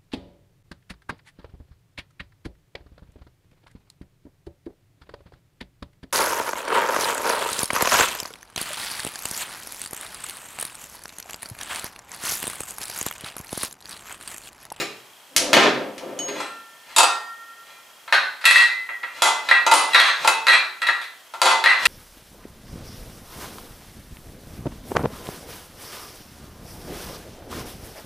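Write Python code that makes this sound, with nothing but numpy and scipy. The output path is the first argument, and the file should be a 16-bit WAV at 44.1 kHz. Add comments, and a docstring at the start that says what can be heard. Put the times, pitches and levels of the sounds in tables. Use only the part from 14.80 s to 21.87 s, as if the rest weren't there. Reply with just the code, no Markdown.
"""The loose parts of a metal pulley clutch knock as a man turns it over: clangs, duller clacks and a bouncing sheave.
Each blow is a burst of filtered noise (crowded, damped modes) plus a ring of clear, beating, decaying modes.
A hammer laid on the table and the clutch lifted off it add bumps, tool clicks, dragging and sliding friction.
A small, hard-walled workshop reverberates the clatter and friction, over steady hiss and a very faint ticking;
a fast peak limiter flattens the loudest blows."""
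import sys
import numpy as np
from scipy import signal
from scipy.fft import rfft, irfft
from scipy.io import wavfile
from scipy.ndimage import uniform_filter1d, minimum_filter1d

SR = 44100
rng = np.random.default_rng(int(sys.argv[2]) if len(sys.argv) > 2 else 0)


def dump_mix(stems):
    """Bounce the given channels to the path in sys.argv[1] as a 16-bit WAV at rate SR."""
    frames = np.atleast_2d(stems).T  # one column per channel
    limited = np.clip(frames, -1, 1)  # hard clip at full scale
    pcm = np.round(limited * 32767).astype(np.int16)
    wavfile.write(sys.argv[1], SR, pcm)


N = 311787

# clear modes of the clutch with its parts apart: f/Hz, relative level/dB, t60 of the free ring/s
CLANG_MODES = [(1358, -17, 0.69), (1605, -17.5, 0.37), (1908, -6, 0.53), (1924.4, -5, 0.42),
               (2023, -10, 0.71), (2402, -16, 0.6), (2628, -14, 0.49), (2732, -15, 0.4),
               (3326, -16.5, 0.38), (3870, -19, 0.45), (4040, -24, 0.59), (8070, -27.5, 0.42)]
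# crowded, quickly damped modes of the clutch with its parts together: f/Hz, relative level/dB
CLACK_BODY = [(90, -49.5), (380, -7), (600, -2), (880, 7.5), (1350, 2), (1800, -7), (3000, -9), (3800, -8),
              (6000, -17), (9600, -18), (15500, -40.5)]


def amp(db):
    """Level to amplitude: 20 dB are a factor of ten."""
    return 10 ** (np.asarray(db) / 20)


def evened(x):
    """Normalization: scales a signal to rms 1."""
    return x / np.sqrt(np.mean(x ** 2) + 1e-20)


def read(points, hz):
    """Interpolation along a log-frequency axis, as pitch is heard."""
    f, value = np.transpose(points)
    return np.interp(np.log(hz + 1), np.log(f + 1), value)


def add(mix, s, sound):
    """Superposition: adds a sound at time s, which may lie before the start."""
    at = round(s * SR)
    sound = sound[..., max(-at, 0):]
    part = mix[..., max(at, 0):][..., :sound.shape[-1]]
    part += sound[..., :part.shape[-1]]


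def coloured(x, points):
    """Zero-phase filtering: multiplies the spectrum of x by a table of gains."""
    hz = np.fft.rfftfreq(x.shape[-1], 1 / SR)
    return irfft(rfft(x) * amp(read(points, hz)), x.shape[-1])


def causal(x, db):
    """Minimum-phase filtering by a gain in dB per bin: nothing sounds ahead of the attack."""
    log_gain = np.log(amp(np.concatenate([db, db[-2:0:-1]])))
    response = np.exp(np.conj(signal.hilbert(log_gain)))[:len(db)]
    return irfft(rfft(x) * response)


def smooth_steps(x, count):
    """Linear interpolation: joins slow values by straight lines, count samples each."""
    slope = np.diff(x, append=x[..., -1:])
    ramp = np.arange(count, dtype=np.float32) / count
    return (x[..., None] + slope[..., None] * ramp).reshape(*x.shape[:-1], -1)


def stereo(mid, side):
    """Spatial coherence: two close microphones hear nearly the same, so the side signal is weak."""
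    # side against mid: f/Hz, level/dB
    side_gain = [(120, -17), (450, -9), (6000, -9), (13000, -22)]
    side = coloured(side, side_gain)
    return np.array([mid + side, mid - side])


def dying_sines(modes, early_db=3.5, early_s=0.1):
    """Modal decay: each mode swings up in about two cycles, dies faster while parts touch, then rings free."""
    t = np.arange(SR) / SR
    hz, _, t60 = np.transpose(modes)[..., None]
    swing_up = 1 - np.exp(-(hz * t / 2) ** 2)
    early_loss = 1 + amp(early_db) * np.exp(-t / early_s)
    free_ring = np.exp((2j * np.pi * hz - np.log(1000) / t60) * t)
    return (free_ring * (swing_up * early_loss)).astype(np.complex64)


def blows(rows, body, modes, body_t60, crack_db, split_hz=5.35, scatter_db=0.5, hard_hz=4500,
          ripple_db=3.5, spot_db=7.5, spot_width=0.065):
    """Impact excitation: crack, clatter of crowded modes, clear ring; returns clatter, ring, ring off axis."""
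    t = np.arange(SR) / SR
    hz = np.fft.rfftfreq(SR, 1 / SR)
    mode_hz, mode_db, _ = np.transpose(modes)
    sines = dying_sines(modes)
    crack = amp(crack_db - 60 * t / 0.017)
    fade = amp(-60 * t / body_t60) + crack
    out = np.zeros((3, N))
    for s, level_db, treble_db, ring_db, *favoured_hz in rows:
        # a harder contact lifts the treble, and the place struck may favour one band
        tilt = treble_db * hz ** 2 / (hz ** 2 + hard_hz ** 2)
        for f in favoured_hz:
            tilt = tilt + spot_db * np.exp(-((hz / f - 1) / spot_width) ** 2)

        # every point of impact favours other modes
        smooth_noise = uniform_filter1d(rng.standard_normal(len(hz)), size=70)
        ripple = ripple_db * evened(uniform_filter1d(smooth_noise, size=50))
        ripple *= hz / (hz + hard_hz / 2)  # the random ripple fades out toward the bass

        # the parts chatter as they settle
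        chatter = amp(4.47 * evened(uniform_filter1d(rng.standard_normal(SR), size=130)))
        burst = fade * chatter * rng.standard_normal(SR)

        # evens out the noise burst, so body, tilt and ripple set the colour
        burst_db = 10 * np.log10(uniform_filter1d(abs(rfft(burst)) ** 2, size=200))
        clatter = evened(causal(burst, read(body, hz) + tilt + ripple - burst_db))

        # each clear mode is a close cluster of four that beats, differently on and off axis
        detune, a, b, c, d = rng.standard_normal((5, len(modes), 4, 1))
        cluster = np.array([a + 1j * b, c + 1j * d])
        beats = (cluster * np.exp(2j * np.pi * split_hz * detune * t[::100])).sum(2)
        power = np.mean(abs(beats * sines[:, ::100]) ** 2, axis=2, keepdims=True) / 2
        scatter = scatter_db * rng.standard_normal(len(modes))
        size = amp(mode_db + ring_db + np.interp(mode_hz, hz, tilt) + scatter)
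        beats = (beats * size[:, None] / np.sqrt(power)).astype(np.complex64)
        ring = np.einsum("cmt,mt->ct", smooth_steps(beats, count=100), sines).real

        add(out, s, amp(level_db) * np.sqrt(1 / 20) * np.vstack([clatter, ring]))
    return out


def clangs():
    """Free vibration: a loose part touches, lands or rebounds at its stop and rings on."""
    # contacts: t/s, relative level/dB, treble/dB, ring/dB, favoured f/Hz
    contacts = [(3.278, -37, -14, -20, 960), (3.325, -10, -7, -14, 1574), (3.612, -39.5, 6, -10, 5000),
                (3.641, -26.5, -1, -3, 1400), (3.654, -2.5, 17.5, -1, 2600), (3.709, -9.5, 15.5, -3, 1990),
                (3.757, -14.5, 8.5, 2, 1970), (4.09, -35.5, -34, 10, 2070), (4.232, -32, -22, 4.5, 2130),
                (4.6865, -21.5, -2, -18, 3830), (4.7125, -12.5, -13, 3, 1965), (5.133, -28.5, 14, 4, 4000),
                (5.146, -7.5, -2, -4, 3800), (5.2, -6, 4, -6.5, 3300), (5.668, -19.5, 5, -7, 1410),
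                (5.683, -8.5, 1, 2, 4020), (5.728, -17.5, -3, 2, 2380), (6.018, -26.5, 1.5, 3, 1390),
                (6.068, -25, 4, -1, 3840), (6.086, -19.5, -16, 0.5, 1760), (6.215, -35, 7, -16, 3500),
                (6.84, -19, 2, -20, 910), (6.86, -9, -6.5, -1, 2030), (7.055, -12.5, 16, -4.5, 2650)]
    # crowded, quickly damped modes: f/Hz, relative level/dB
    body = [(100, -47.5), (320, -15.5), (1100, 5.5), (1750, 8), (2300, 3), (2650, 4), (2950, -5),
            (4100, 3.5), (4800, -7), (6000, -14.5), (11000, -17.5), (15500, -41.5)]
    return blows(contacts, body, CLANG_MODES, body_t60=0.11, crack_db=7.5)


def clacks():
    """Contact-loaded vibration: the parts slam together and rattle, metal on metal."""
    # slams: t/s, relative level/dB, treble/dB, ring/dB, favoured f/Hz
    slams = [(1.602, -29.5, 3.5, -16, 1370), (4.421, -10, 15.5, -0.5, 3280), (4.452, -18.5, 0, -0.5, 2000),
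             (4.865, -18.5, 0, 5, 6450), (4.914, -15.5, 8, 3.5, 900), (4.939, -9.5, 11, -7, 9700),
             (5.447, -19.5, -3.5, -1, 880), (5.475, -15.5, 11.5, 1.5, 2650), (6.538, -35, -1, -1.5, 1400),
             (6.617, -6, 11.5, -2.5, 4560), (6.657, -10.5, 3.5, 2, 3400)]
    # clear modes with the parts pressed together: f/Hz, relative level/dB, t60 of the free ring/s
    modes = [(796, -23.5, 0.22), (896, -13.5, 0.74), (1388, -10.5, 0.41), (2024, -14, 0.77),
             (2490, -25, 0.49), (2590, -19, 0.78), (3900, -20, 0.41), (4800, -25, 0.091), (7300, -27, 0.33)]
    return blows(slams, CLACK_BODY, modes, body_t60=0.15, crack_db=11.5)


def drops():
    """Repeated impact: the sheave drops open and bounces."""
    # bounces: t/s, relative level/dB, treble/dB, ring/dB
    bounces = [(2.163, -20, 18.5, -6.5), (2.183, -12.5, 16.5, -9.5), (2.204, -19.5, 4, 2),
               (2.231, -16, 6.5, -5.5)]
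    # clear modes with the clutch hanging open: f/Hz, relative level/dB, t60 of the free ring/s
    modes = [(910, -12, 0.38), (1367, -5.5, 1), (2570, -12.5, 0.4), (2670, -11, 0.38), (3700, -7, 0.36),
             (4610, -19, 0.44), (4800, -19, 0.67), (7100, -15.5, 0.079), (7970, -15.5, 0.35)]
    return blows(bounces, CLACK_BODY, modes, body_t60=0.04, crack_db=-3)


def bumps():
    """Plate excitation: hammer and clutch bump the table top."""
    # bumps: t/s, relative level/dB, treble/dB, ring/dB
    contacts = [(-.03, -9.5, 33, -23.5), (.731, -4, 28, -13), (.768, -8, 8.5, -10), (.857, -19.5, 4, -12),
                (1.482, -33.5, 26, 5)]
    # clear modes of the table: f/Hz, relative level/dB, t60 of the free ring/s
    modes = [(242, -24, 0.33), (407, -6.5, 0.65), (2050, -22, 0.44)]
    # crowded, quickly damped modes of the table: f/Hz, relative level/dB
    body = [(90, -37), (122, -1), (400, 12), (900, 6.5), (2100, 4.5), (4000, -7.5), (8000, -28),
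            (15500, -45)]
    return blows(contacts, body, modes, body_t60=0.16, crack_db=10.0, ripple_db=-3.0)


def clicks():
    """Short, hard contact: steel clicks against other tools."""
    # clicks: t/s, relative level/dB, treble/dB, ring/dB
    contacts = [(.564, -14, 6, -18), (1.18, -40, -12, -24), (1.39, -39, 2, 11.5)]
    # clear modes of the tools: f/Hz, relative level/dB, t60 of the free ring/s
    modes = [(3004, -8, 0.77), (6570, -3, 0.4)]
    # crowded, quickly damped modes of the tools: f/Hz, relative level/dB
    body = [(100, -1), (1000, 2.5), (2100, 11), (4300, 10), (5500, 11.5), (8000, 6.5), (10500, 7),
            (15500, -14)]
    return blows(contacts, body, modes, body_t60=.04, crack_db=39, ripple_db=1)


def rim():
    """Light damping: single rim modes sing on while the clutch hangs free; close pairs beat."""
    # rim modes: t/s, f/Hz, level/dB, t60/s
    rim_modes = [(1.69, 1370, -36, .8), (1.6, 1801, -44, 1.9), (2.23, 1373, -34, 1.8),
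                 (2.23, 1362.7, -35.5, 1.8), (2.23, 1846, -33.5, 1.8), (1.6, 2686, -43, .7),
                 (1.57, 4140, -43, .5), (3.32, 4210, -27, .54), (5.2, 6320, -35, .67)]
    t, out = np.arange(2 * SR) / SR, np.zeros(N)
    for s, hz, db, t60 in rim_modes:
        swell = 1 - np.exp(-t / 0.017)
        decay = np.sqrt(2) * amp(db - 60 * t / t60)
        add(out, s, decay * np.sin(2 * np.pi * hz * t) * swell)
    return out


def rubbing(strokes, colour, rough_db, rise_db_per_s, fall_db_per_s):
    """Friction: tiny slips come in clumps under strokes that swell, hold and die away."""
    t = np.arange(N) / SR
    stroke_levels = []
    for start, length, db in strokes:
        rise = rise_db_per_s * np.maximum(start - t, 0)
        fall = fall_db_per_s * np.maximum(t - start - length, 0)
        stroke_levels.append(db - rise - fall)
    level_db = np.max(stroke_levels, axis=0)
    clumps = evened(uniform_filter1d(rng.standard_normal(N), size=500))
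    slips = rng.standard_normal(N) * amp(rough_db * clumps)
    return amp(level_db) * evened(coloured(slips, colour))


def sliding(slide_s=0.014, sing_db=-4.0):
    """Friction-driven resonance: brief scrapes, mostly just before a part lands, set the clutch's modes singing."""
    # slides of metal on metal: t/s, relative level/dB
    slides = [(1.564, -35), (2.1, -43.5), (2.88, -50), (4.37, -39), (4.67, -36.5), (5.11, -34.5),
              (5.42, -29), (7.03, -26.5)]
    # spectrum of the scrape: f/Hz, relative level/dB
    colour = [(200, -12), (1000, 6.5), (4100, -2), (5800, -5), (10000, -15), (15500, -21)]
    strokes = [(s, slide_s, db) for s, db in slides]
    scrape = rubbing(strokes, colour, rough_db=0.5, rise_db_per_s=248, fall_db_per_s=132)
    ring = np.diff(dying_sines(CLANG_MODES).real.sum(0))  # tiny slips favour the high modes
    singing = signal.fftconvolve(scrape, ring / np.linalg.norm(ring))[:N]
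    return scrape + amp(sing_db) * singing


def dragging():
    """Sliding friction: the clutch is pushed over the table."""
    # pushes: start t/s, length/s, relative level/dB
    pushes = [(.6, 0.42, -30), (1.21, 0.37, -36)]
    # spectrum of the rub: f/Hz, relative level/dB
    colour = [(60, -35), (130, -13.5), (290, 4.5), (550, 3.5), (1000, -6), (3000, -20.5), (15500, -51)]
    return rubbing(pushes, colour, rough_db=-1.5, rise_db_per_s=336, fall_db_per_s=125)


def room(x, direct_db=-5.5, early_db=-8.0, dull_hz=10000):
    """Reverberation: direct sound, near reflections and a dense tail in which each band dies at its own speed."""
    # reverberation time: f/Hz, t60/s
    band_t60 = [(120, 0.8), (400, 0.46), (1000, 0.51), (5000, 0.46), (15000, 0.3)]
    hz, t, z = signal.stft(rng.standard_normal((2, SR)), SR, nperseg=256)
    z = z / np.hypot(1, (hz[:, None] / dull_hz) ** 2)  # the cluttered walls return little of the top treble
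    z = z * amp(-60 * t / read(band_t60, hz)[:, None])
    tail = signal.istft(z, SR, nperseg=256)[1][:, :SR]
    tail *= 1 - np.exp(-np.arange(SR) / SR / 0.0014)
    tail *= 0.44 / np.linalg.norm(tail[0])
    tail[0, 0] += amp(direct_db)
    for delay in (.0026, .0085, .016):  # seconds: table top, cupboards, ceiling
        tail[:, round(delay * SR)] += amp(early_db) * rng.choice([-1, 1], 2) / (1 + delay * 60)
    return signal.fftconvolve(x[None], stereo(*tail), axes=1)[:, :N]


def hiss(level_db=-50):
    """Stationary noise: the quiet hiss of the room, as filtered random noise."""
    # spectrum of the hiss: f/Hz, relative level/dB
    colour = [(25, -25.5), (767, 0), (1020, 0.5), (1550, -3.5), (3230, -3), (3780, -7), (12600, -10.5),
              (15500, -15)]
    noise = coloured(rng.standard_normal((2, N)), colour)
    return amp(level_db) * evened(stereo(*noise))


def ticking(tick_hz=3230, level_db=-60, decay_s=0.0027):
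    """Periodic pulses: a very faint, even ticking of damped sines, thirty times a second."""
    age = (np.arange(N) / SR) % (1 / 30)  # seconds since the last tick
    return amp(level_db) * evened(age * np.exp(-age / decay_s) * np.sin(2 * np.pi * tick_hz * age))


def scene():
    """Superposition: clatter and rubs in the room, rings added directly, over hiss and ticking."""
    clatter, ring, ring_side = clangs() + clacks() + drops() + bumps() + clicks()
    rubs = dragging() + sliding()
    sources = room(clatter + rubs) + stereo(ring + rim(), ring_side)
    balance = amp([[-.25], [.25]])  # left slightly softer than right
    return sources * balance + hiss() + ticking()


def record(dry, limit_db=0.0, recovery_db_per_s=122.0, edge_hz=15600):
    """Gain reduction and band limiting: a fast peak limiter holds the blows down, and the band ends steeply."""
    peak = -minimum_filter1d(-abs(dry).max(0), size=60)
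    fall = np.arange(N) / SR * recovery_db_per_s
    # the held peak level jumps up at once and sinks at the recovery rate
    held_db = np.maximum.accumulate(20 * np.log10(peak + 1e-9) + fall) - fall
    over_db = np.maximum(held_db - limit_db, 0)
    limited = dry / amp(uniform_filter1d(over_db, size=60))
    lowpass = signal.firwin(511, edge_hz, window=("kaiser", 9), fs=SR)
    return signal.oaconvolve(limited, lowpass[None], "same")


dry = scene()
out = record(dry)
dump_mix(out)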